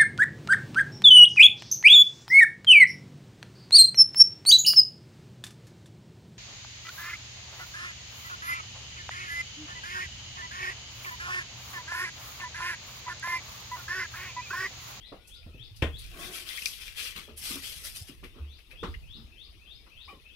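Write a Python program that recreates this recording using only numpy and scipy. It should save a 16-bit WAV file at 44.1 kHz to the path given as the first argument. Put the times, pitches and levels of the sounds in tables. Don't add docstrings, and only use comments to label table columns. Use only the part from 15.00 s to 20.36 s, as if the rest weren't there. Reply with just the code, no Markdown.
import sys
import numpy as np
from scipy import signal
from scipy.fft import rfft, irfft, next_fast_len
from scipy.io import wavfile
from scipy.ndimage import map_coordinates

SR = 44100
rng = np.random.default_rng(int(sys.argv[2]) if len(sys.argv) > 2 else 0)


def dump_mix(stems):
    frames = np.atleast_2d(stems).T
    limited = np.clip(frames, -1, 1)
    pcm = np.round(limited * 32767).astype(np.int16)
    wavfile.write(sys.argv[1], SR, pcm)


N = 236323
TIME = np.arange(N) / SR

# f/Hz, level/dB
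YARD_COLOUR = [(15, -77), (25, 4.5), (69, 0.5), (104, -10.5), (173, -18), (433, -18.5), (648, -26),
               (1530, -28), (2170, -21.5), (2490, -15.5), (3340, -17.5), (5880, -29.5), (7300, -37.5),
               (10100, -33), (15500, -38.5)]
YARD_DB = -56
# t/s, level/dB
WIND = [(0.0, -66.5), (0.43, -59.5), (0.76, -54.5), (0.88, -43.5), (1.48, -60.5), (3.0, -54), (3.76, -65),
        (3.88, -42), (4.37, -60), (5.36, -66.5)]
# f/Hz, level/dB
WIND_COLOUR = [(15, -5), (35, 4.5), (75, -2), (130, -7), (250, -28), (600, -46)]

# t from its middle/s (before the sweep speed), f/Hz, level/dB
CHIRP = [(-.095, 2380, -20), (-.07, 2610, -4), (-.045, 2720, -13), (-.02, 3230, -3), (0, 3430, 2),
         (.028, 3820, -1), (.042, 4400, -11), (.058, 5050, -13), (.078, 5130, -19)]
# t of the middle/s, level/dB, sweep speed after the middle/ratio,
# emphasis of the end over the start/dB
CHIRPS = [(0.036, -51, 1.28, 1.5), (0.328, -49, 1.4, 3.5), (0.617, -47.5, 1.8, 0), (0.944, -47.5, 0.92, 1),
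          (1.211, -47.5, 0.89, 2), (1.501, -49.5, 1.2, -9), (3.499, -57, 0.9, 4.5),
          (3.796, -50.5, 0.55, -3.5), (4.114, -50, 1, 4), (4.402, -52, 1.02, 2.5),
          (4.698, -49.5, 0.97, 2.5), (4.997, -49, 0.99, 3), (5.334, -57.5, 1.2, -17)]
CHIRP_OPENING_DB, OPENING_DB_PER_S = -3.5, 1.5
CHIRP_BUZZ, FLICK_BUZZ = 0.013, 0.046
CHIRP_BLUR_DB, YARD_T60_S = 3, 0.38

# t/s, f/Hz, level/dB
FAR_WHISTLES = [(0.02, 1996, -62), (0.18, 1448, -74), (0.33, 1397, -70.5), (0.471, 1319, -70.5)]
FAR_RISE_S, FAR_T60_S = 0.014, 0.69

# t/s, thud level/dB, grit level/dB, rise/s, thud pitch/ratio
STEPS = [(0.119, -40.5, -48, 0.002, 1.67), (2.152, -53, -44.5, 0.011, 0.52),
         (2.277, -47.5, -55.5, 0.0093, 1.31), (2.489, -44, -47, 0.022, 0.71),
         (2.555, -44, -48, 0.0054, 0.8), (3.088, -46.5, -61, 0.007, 0.82), (3.227, -45, -52, 0.0023, 1.07),
         (3.328, -52.5, -56.5, 0.055, 0.99), (3.727, -57.5, -65, 0.0027, 1.48),
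         (3.825, -32.5, -32, 0.0062, 1.002), (4.129, -51.5, -62, 0.06, 0.67),
         (4.859, -62, -57, 0.0066, 1.64), (5.126, -52, -61, 0.0043, 1.19)]
# f/Hz, level/dB
THUD_COLOUR = [(80, -1.5), (170, -3.5), (300, 3.5), (480, -4), (750, -17), (1500, -32), (4000, -50)]
# f/Hz, level/dB
GRIT_COLOUR = [(300, 0), (700, -13), (1200, 2), (1800, -10.5), (3000, -9.5), (4500, -17), (7000, -29),
               (11000, -38), (15000, -46)]
# f/Hz, width/Hz, boost/dB
HOOF = [(172, 13.3, 13), (344, 25, 8.5), (463, 33, 8), (1150, 1000, 3)]
STEP_T60_S, DRAG_T60_PER_RISE = 0.19, 3.6
GRIT_LAG_S = 0.004

# t/s, level/dB, centre f/Hz
SMACKS = [(0.27, -52, 6550), (0.335, -62.5, 5960), (0.757, -51.5, 4800), (0.982, -49, 7560),
          (1.66, -35, 5260), (1.726, -42.5, 3270), (1.958, -47, 3450), (2.155, -44.5, 2820),
          (2.369, -42, 8240), (3.233, -45, 2350), (3.58, -55, 2440), (3.703, -49.5, 2250)]
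# f/Hz, level/dB
WET_COLOUR = [(200, -2), (5000, 8), (7000, 3), (11000, 15), (15000, 10)]
SMACK_OCTAVES, SMACK_RISE_S, SMACK_T60_S = 0.46, 0.01, 0.2

# t/s, f/Hz, peak level/dB, t60/s
GULPS = [(0.408, 81, -47, 0.25), (0.597, 116.5, -42.5, 0.12), (0.707, 101.3, -42, 0.12),
         (0.991, 39.9, -42.5, 0.81), (2.291, 72.7, -51.5, 0.96), (3.011, 90, -34.5, 0.064),
         (3.395, 72.5, -31, 0.38), (3.879, 70.4, -31, 0.11), (3.963, 53.6, -34, 0.1),
         (4.233, 63.5, -41.5, 0.15), (4.482, 53.6, -44.5, .15)]
GULP_RISE_S, GULP_RISE_PER_T60 = 0.0068, 0.059

# t/s, level/dB, cavity f/Hz
DROPS = [(0.429, -52, 2510), (1.489, -32.5, 3320), (1.574, -31.5, 2090), (1.62, -31.5, 2660),
         (1.6581, -27, 2430), (3.94, -40.5, 1970), (3.942, -44, 2800)]
DROP_OCTAVES, DROP_RISE_S, DROP_T60_S = 0.12, 0.0012, 0.074
TICK_DB, TICK_GROWTH, TICK_HZ, TICK_OCTAVES, TICK_T60_S = -20, 3.1, 4870, 0.31, 0.018

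# t/s, level/dB, brightness/dB, low boom level/dB
BUMPS = [(0.464, -46, -41, -44), (0.545, -47.5, -69, -71), (0.821, -34, 19, -50), (0.824, -25, -1, -24.5)]
# f/Hz, level/dB, t60/s
PAIL_MODES = [(122, -29, 0.27), (159.4, -11, 0.24), (227, -6.5, 0.13), (287, -8, 0.24), (460, -14.5, 0.3),
              (557, -9, 0.1), (640, -15, 0.19), (1050, -12, 0.19), (1450, -16.5, 0.18), (1850, -12, 0.17),
              (2440, -15, 0.047), (2550, -5, 0.045), (3340, -22, 0.052), (3580, -18, 0.17)]
# f/Hz, level/dB
SLOSH_COLOUR = [(59, -21), (100, 1.5), (162, -11.5), (274, -8), (391, -8), (462, -7.5), (849, -16.5),
                (1050, -17.5), (1210, -16), (3320, -14.5), (4000, -30.5), (10700, -44.5), (15000, -50)]

# t/s, splash into the pail level/dB,
# fine spray level/dB, hold/s, t60/s
GUSHES = [(1.171, -45, -49.5, 0.043, 0.95), (1.318, -38, -44.5, .02, 0.44),
          (1.452, -39.5, -50.5, 0.075, 0.65), (1.543, -50, -47.5, 0.084, 0.98),
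          (1.769, -44, -57, .09, 0.28), (1.952, -34.5, -45, 0.091, 0.21), (2.143, -39, -53, 0.011, 0.4),
          (2.36, -47.5, -48.5, 0.011, .35), (2.408, -37.5, -40.5, 0.1, 0.29), (2.612, -38.5, -43, 0.027, 1),
          (2.825, -40, -43, 0.022, 0.33), (2.942, -48.5, -44.5, 0.0033, 0.35),
          (3.065, -45.5, -54, .005, 0.16)]
GUSH_RISE_S, GUSH_RISE_PER_HOLD = 0.019, 0.19
DRIBBLE_START_S, DRIBBLE_END_S, DRIBBLE_FADE_S = 0.94, 2.28, 0.084
DRIBBLE_SPLASH_DB, DRIBBLE_SPRAY_DB = -50, -63.5
# f/Hz, level/dB
SPLASH_COLOUR = [(200, -43), (450, -7), (800, -20), (1300, -1), (1900, 4), (2700, 6), (3900, 3.5),
                 (5200, -3.5), (7000, -8), (10000, -15), (15000, -10.5)]
# f/Hz, level/dB
SPRAY_COLOUR = [(2000, -15.5), (5000, -0.5), (7000, -7.5), (8500, -4.5), (10500, -4), (13000, -7),
                (15500, -15.5)]
# f/Hz, width/Hz, boost/dB
HOLLOW = [(2390, 17, 10), (2570, 30, 9.5), (3280, 310, 8), (4740, 68, -1)]

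# f/Hz, level/dB
SNORT_COLOUR = [(80, -27), (170, -2.5), (350, -4.5), (900, -18), (1500, -2.5), (3000, -19), (5000, -17)]
# f/Hz, width/Hz, boost/dB
NOSE = [(360, 120, 10.5), (695, 175, 16.5), (1098, 84, 17), (1560, 150, 2)]
SNORT_AT_S, SNORT_DB, SNORT_RISE_S, SNORT_HOLD_S, SNORT_T60_S = 1.1, -45.5, 0.1, 0.06, 0.85

SQUEAK_AT_S, SQUEAK_DB, SQUEAK_RISE_S, SQUEAK_HOLD_S, SQUEAK_T60_S = 5.074, -48.5, 0.0095, 0.032, 0.17
SQUEAK_HZ, SQUEAK_SAG_HZ_PER_S, SQUEAK_SCOOP_HZ, SQUEAK_SCOOP_S = 1209, 1770, 403, 0.0067
SQUEAK_OVERTONE_DB, OVERTONE_RISE_S, OVERTONE_T60_S = 6.5, 0.027, 0.025

# f/Hz, left-right correlation/ratio
LIKENESS = [(25, -0.27), (60, 1), (120, 1), (350, 0.95), (800, 0.33), (1400, 0.11), (4000, -0.14),
            (6000, 0.56), (7200, -0.41), (8200, 0.35), (9600, 1), (12500, 0.93), (14500, -0.33)]
# f/Hz, left minus right level/dB
PORTS = [(100, -0.5), (800, -0.5), (1400, 3), (2300, 11), (3200, 13.5), (4300, 8.5), (5800, 10.5),
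         (7300, -5), (8300, -5), (9200, -12.5), (10500, 4.5), (12800, 0.5), (14500, 20)]
CUTOFF_HZ = 15700


def from_db(db):
    return np.exp(np.asarray(db) * np.log(10) / 20)


def rms_one(x):
    return x / np.sqrt(np.mean(x ** 2) + 1e-20)


def in_time(rows, t=TIME):
    s, *columns = np.transpose(rows)
    return [np.interp(t, s, column) for column in columns]


def at_hz(points, hz):
    f, value = np.transpose(points)
    return np.interp(np.log(hz + 1), np.log(f), value)


def bins(size):
    return np.arange(size // 2 + 1) * SR / size


def coloured(spectrum, extra_db=lambda hz: 0, source=None, size=N):
    length = next_fast_len(size)
    hz = bins(length)
    if source is None:
        source = rng.standard_normal((2, size))
    mid, side = rfft(source, length)
    alike = np.clip(at_hz(LIKENESS, hz), -.98, .98)
    pair = np.sqrt(1 + alike) * mid + np.sqrt(1 - alike) * side * [[1], [-1]]
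    gain = from_db(at_hz(spectrum, hz) + extra_db(hz))
    return rms_one(irfft(pair * gain, length)[:, :size])


def resonances(table):
    return lambda hz: sum(db / (1 + (2 * (hz - f) / width) ** 2) for f, width, db in table)


def drift(rate, size=N):
    position = TIME[:size] * rate * 2
    knots = rng.standard_normal(4000)
    return rms_one(np.interp(position, np.arange(len(knots)), knots))


def mottled(x, depth_db, patch_hz=170, patch_s=.025):
    hz, t, cells = signal.stft(x, SR, nperseg=512)
    rows, columns = np.meshgrid(hz / patch_hz, t / patch_s, indexing="ij")
    patches = map_coordinates(rng.standard_normal((400, 700)), [rows, columns], order=1)
    return rms_one(signal.istft(cells * from_db(depth_db * patches), SR)[1][:, :N])


def swell(rise, t60, hold=0):
    t = TIME[:SR]
    return np.minimum(t / max(rise, 1e-4), 1) * from_db(-60 * np.maximum(t - rise - hold, 0) / t60)


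def tone(hz):
    return np.sin(2 * np.pi * hz * TIME[:SR])


def add(out, s, sound):
    start = max(round(s * SR), 0)
    out[:, start:start + sound.shape[-1]] += sound[..., :N - start]


def walls(x, wet_db, t60):
    tail = coloured([(50, -15), (5000, -6), (15000, -10)], size=SR) * swell(0.0037, t60)
    tail = rms_one(tail) / np.sqrt(SR)
    return x + from_db(wet_db) * signal.fftconvolve(x, tail, axes=1)[:, :N]


def air(wind_db=1.0, lump_db=2.0):
    gust_db, = in_time(WIND)
    hush = from_db(YARD_DB) * mottled(coloured(YARD_COLOUR), depth_db=5.0)
    buffets = np.array([coloured(WIND_COLOUR)[port] * from_db(lump_db * drift(13)) for port in range(2)])
    return hush + from_db(gust_db + wind_db) * buffets


def bird(flutter_db=2.5, gain_db=-1.77, size=SR // 3):
    out = np.zeros((2, N))
    for s, db, speed, end_db in CHIRPS:
        t = TIME[:size] - min(s, .11)
        progress = np.where(t > 0, t * speed, t)
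        hz, shape_db = in_time(CHIRP, progress)
        buzz = np.interp(progress, [.01, .035, .05, .06], [CHIRP_BUZZ, FLICK_BUZZ, FLICK_BUZZ, CHIRP_BUZZ])
        hz = hz * (1 + buzz * drift(350, size=size))
        opening_db = CHIRP_OPENING_DB + OPENING_DB_PER_S * s - end_db / 2
        emphasis_db = np.interp(progress, [-.05, -.02, .01, .04], [opening_db, 0, 0, end_db])
        level = gain_db + db + shape_db + emphasis_db + flutter_db * drift(71.6, size=size)
        sounding = (progress > CHIRP[0][0]) & (progress < CHIRP[-1][0])
        whistle = np.sin(2 * np.pi * np.cumsum(hz) / SR)
        add(out, s + t[0], sounding * from_db(level) * whistle)
    return walls(out, wet_db=CHIRP_BLUR_DB, t60=YARD_T60_S)


def far_bird(waver=0.022):
    out = np.zeros((2, N))
    for s, hz, db in FAR_WHISTLES:
        phase = 2 * np.pi * np.cumsum(hz * (1 + waver * drift(147.5, size=SR))) / SR
        add(out, s, from_db(db) * np.sin(phase) * swell(FAR_RISE_S, FAR_T60_S))
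    return walls(out, wet_db=3.0, t60=0.22)


def hooves(size=SR // 2):
    out, ring = np.zeros((2, N)), resonances(HOOF)
    for s, thud_db, grit_db, rise, ratio in STEPS:
        shifted = np.array(THUD_COLOUR) * [ratio, 1]
        thud = from_db(thud_db) * coloured(shifted, lambda hz: ring(hz / ratio), size=size)
        grit = from_db(grit_db) * coloured(GRIT_COLOUR, ring, size=size)
        weight = swell(rise, STEP_T60_S + DRAG_T60_PER_RISE * rise)[:size]
        add(out, s, thud * weight)
        add(out, s + GRIT_LAG_S, grit * weight)
    return out


def wet_burst(centre, octaves, rise, t60, size=SR // 3):
    peak = lambda hz: -20 * np.log10(1 + (np.log2((hz + 1) / centre) / octaves) ** 2)
    return coloured(WET_COLOUR, peak, size=size) * swell(rise, t60)[:size]


def smacks():
    out = np.zeros((2, N))
    for s, db, centre in SMACKS:
        add(out, s, from_db(db) * wet_burst(centre, SMACK_OCTAVES, SMACK_RISE_S, SMACK_T60_S))
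    return walls(out, wet_db=-17.5, t60=0.43)


def gulps():
    out = np.zeros((2, N))
    for s, hz, db, t60 in GULPS:
        add(out, s, from_db(db) * tone(hz) * swell(GULP_RISE_S + GULP_RISE_PER_T60 * t60, t60))
    return out


def drops():
    out, biggest_db = np.zeros((2, N)), max(db for _, db, _ in DROPS)
    for s, db, centre in DROPS:
        tick_db = TICK_DB + TICK_GROWTH * (db - biggest_db)
        tick = from_db(tick_db) * wet_burst(TICK_HZ, TICK_OCTAVES, 0.00024, TICK_T60_S)
        plop = from_db(db) * wet_burst(centre, DROP_OCTAVES, DROP_RISE_S, DROP_T60_S)
        add(out, s, tick + plop)
    return walls(out, wet_db=-17.5, t60=0.43)


def pail(boom_hz=76, boom_t60=0.32, ring_db=-3.0, slosh_db=-2):
    out = np.zeros((2, N))
    for s, db, bright_db, boom_db in BUMPS:
        tilt = lambda hz: bright_db * hz ** 2 / (hz ** 2 + 1500 ** 2)
        ring = 0
        for hz, level, t60 in PAIL_MODES:
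            ring = ring + from_db(level + tilt(hz)) * rng.choice([-1, 1]) * tone(hz) * swell(0.0015, t60)
        jolt = swell(0.00062, 0.02) + from_db(0.5) * swell(0.0013, 0.21)
        slosh = coloured(SLOSH_COLOUR, tilt, size=SR) * jolt
        boom = from_db(boom_db) * tone(boom_hz) * swell(0.019, boom_t60)
        add(out, s, from_db(db) * (from_db(ring_db) * ring + from_db(slosh_db) * slosh) + boom)
    return out


def flow():
    fade = np.minimum(TIME - DRIBBLE_START_S, DRIBBLE_END_S - TIME) / DRIBBLE_FADE_S
    dribble = np.clip(fade, 0, 1)
    power = (from_db([[DRIBBLE_SPLASH_DB], [DRIBBLE_SPRAY_DB]]) * dribble) ** 2
    for s, splash_db, spray_db, hold, t60 in GUSHES:
        gush = swell(GUSH_RISE_S + GUSH_RISE_PER_HOLD * hold, t60, hold)
        add(power, s, (from_db([[splash_db], [spray_db]]) * gush) ** 2)
    return np.sqrt(power)


def droplets(per_s, spread_db):
    sizes = from_db(spread_db * np.minimum(rng.exponential(1, (2, N)), 4)) * rng.standard_normal((2, N))
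    return sizes * (rng.random((2, N)) < per_s / SR)


def bubbles(low_hz=1900, high_hz=5400, cycles=130, size_db=1.0, count=1300):
    out, t = np.zeros((2, N + SR)), TIME[:SR // 20]
    for when, pitch, size, left, right in rng.random((count, 5)):
        hz = low_hz * (high_hz / low_hz) ** pitch
        phase = 2 * np.pi * (hz * t * (1 + 0.54 * t) + np.array([[left], [right]]))
        height = from_db(size_db * min(-np.log(size), 3) - 16 * abs(pitch - .45))
        envelope = np.minimum(t / 0.0029, 1) * from_db(-60 * t * hz / cycles)
        start = int(when * N)
        out[:, start:start + len(t)] += height * np.sin(phase) * envelope
    return rms_one(out[:, :N])


def water(clump_db=1.04, splash_gain_db=-3.0, spray_gain_db=2.63, spit_db=-9):
    splashing, spraying = flow()
    plinks = from_db(-5) * bubbles()
    splash = mottled(coloured(SPLASH_COLOUR, resonances(HOLLOW), droplets(4000, 3.15)) + plinks, depth_db=4.0)
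    spray = mottled(coloured(SPRAY_COLOUR, source=droplets(9000, 0.31)), depth_db=4.5)
    spit_colour = [(900, -44), (2500, 15.5), (5500, 8), (12000, -3)]
    big_drops = from_db(spit_db) * coloured(spit_colour, source=droplets(120, 0.33))
    pouring = from_db(splash_gain_db) * splashing * (splash + big_drops)
    wet = pouring + from_db(spray_gain_db) * spraying * spray
    return walls(wet * from_db(clump_db * drift(60)), wet_db=-9, t60=0.081)


def snort():
    out = np.zeros((2, N))
    blowing = from_db(SNORT_DB) * swell(SNORT_RISE_S, SNORT_T60_S, SNORT_HOLD_S)
    add(out, SNORT_AT_S, blowing * coloured(SNORT_COLOUR, resonances(NOSE), size=SR))
    return out


def squeak(rough=0.031, rasp_db=-5):
    out, t = np.zeros((2, N)), TIME[:SR]
    hz = SQUEAK_HZ - SQUEAK_SAG_HZ_PER_S * t - SQUEAK_SCOOP_HZ * np.exp(-t / SQUEAK_SCOOP_S)
    phase = 2 * np.pi * np.cumsum(hz * (1 + rough * drift(250, size=SR))) / SR
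    rasp_ring = resonances([(800, 190, 19), (1910, 200, 20), (3000, 370, 30)])
    rasp = coloured([(300, -10), (800, -2.0), (3200, -13), (5000, -13)], rasp_ring, size=SR)
    overtone = from_db(SQUEAK_OVERTONE_DB) * swell(OVERTONE_RISE_S, OVERTONE_T60_S)
    sound = np.sin(phase) + overtone * np.sin(2 * phase) + from_db(rasp_db) * rasp
    add(out, SQUEAK_AT_S, from_db(SQUEAK_DB) * sound * swell(SQUEAK_RISE_S, SQUEAK_T60_S, SQUEAK_HOLD_S))
    return walls(out, wet_db=-5.5, t60=0.17)


def scene():
    cow = hooves() + smacks() + gulps() + drops() + pail() + water() + snort()
    return air() + bird() + far_bird() + cow + squeak()


def record(dry):
    length = next_fast_len(N + SR)
    hz = bins(length)
    ports = from_db(at_hz(PORTS, hz) * np.array([[.5], [-.5]]))
    ports = ports / np.sqrt(np.mean(ports ** 2, axis=0))
    low_pass = 1 / np.sqrt(1 + (hz / CUTOFF_HZ) ** 700)
    return irfft(rfft(dry, length) * ports * low_pass, length)[:, :N]


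dry = scene()
out = record(dry)
dump_mix(out)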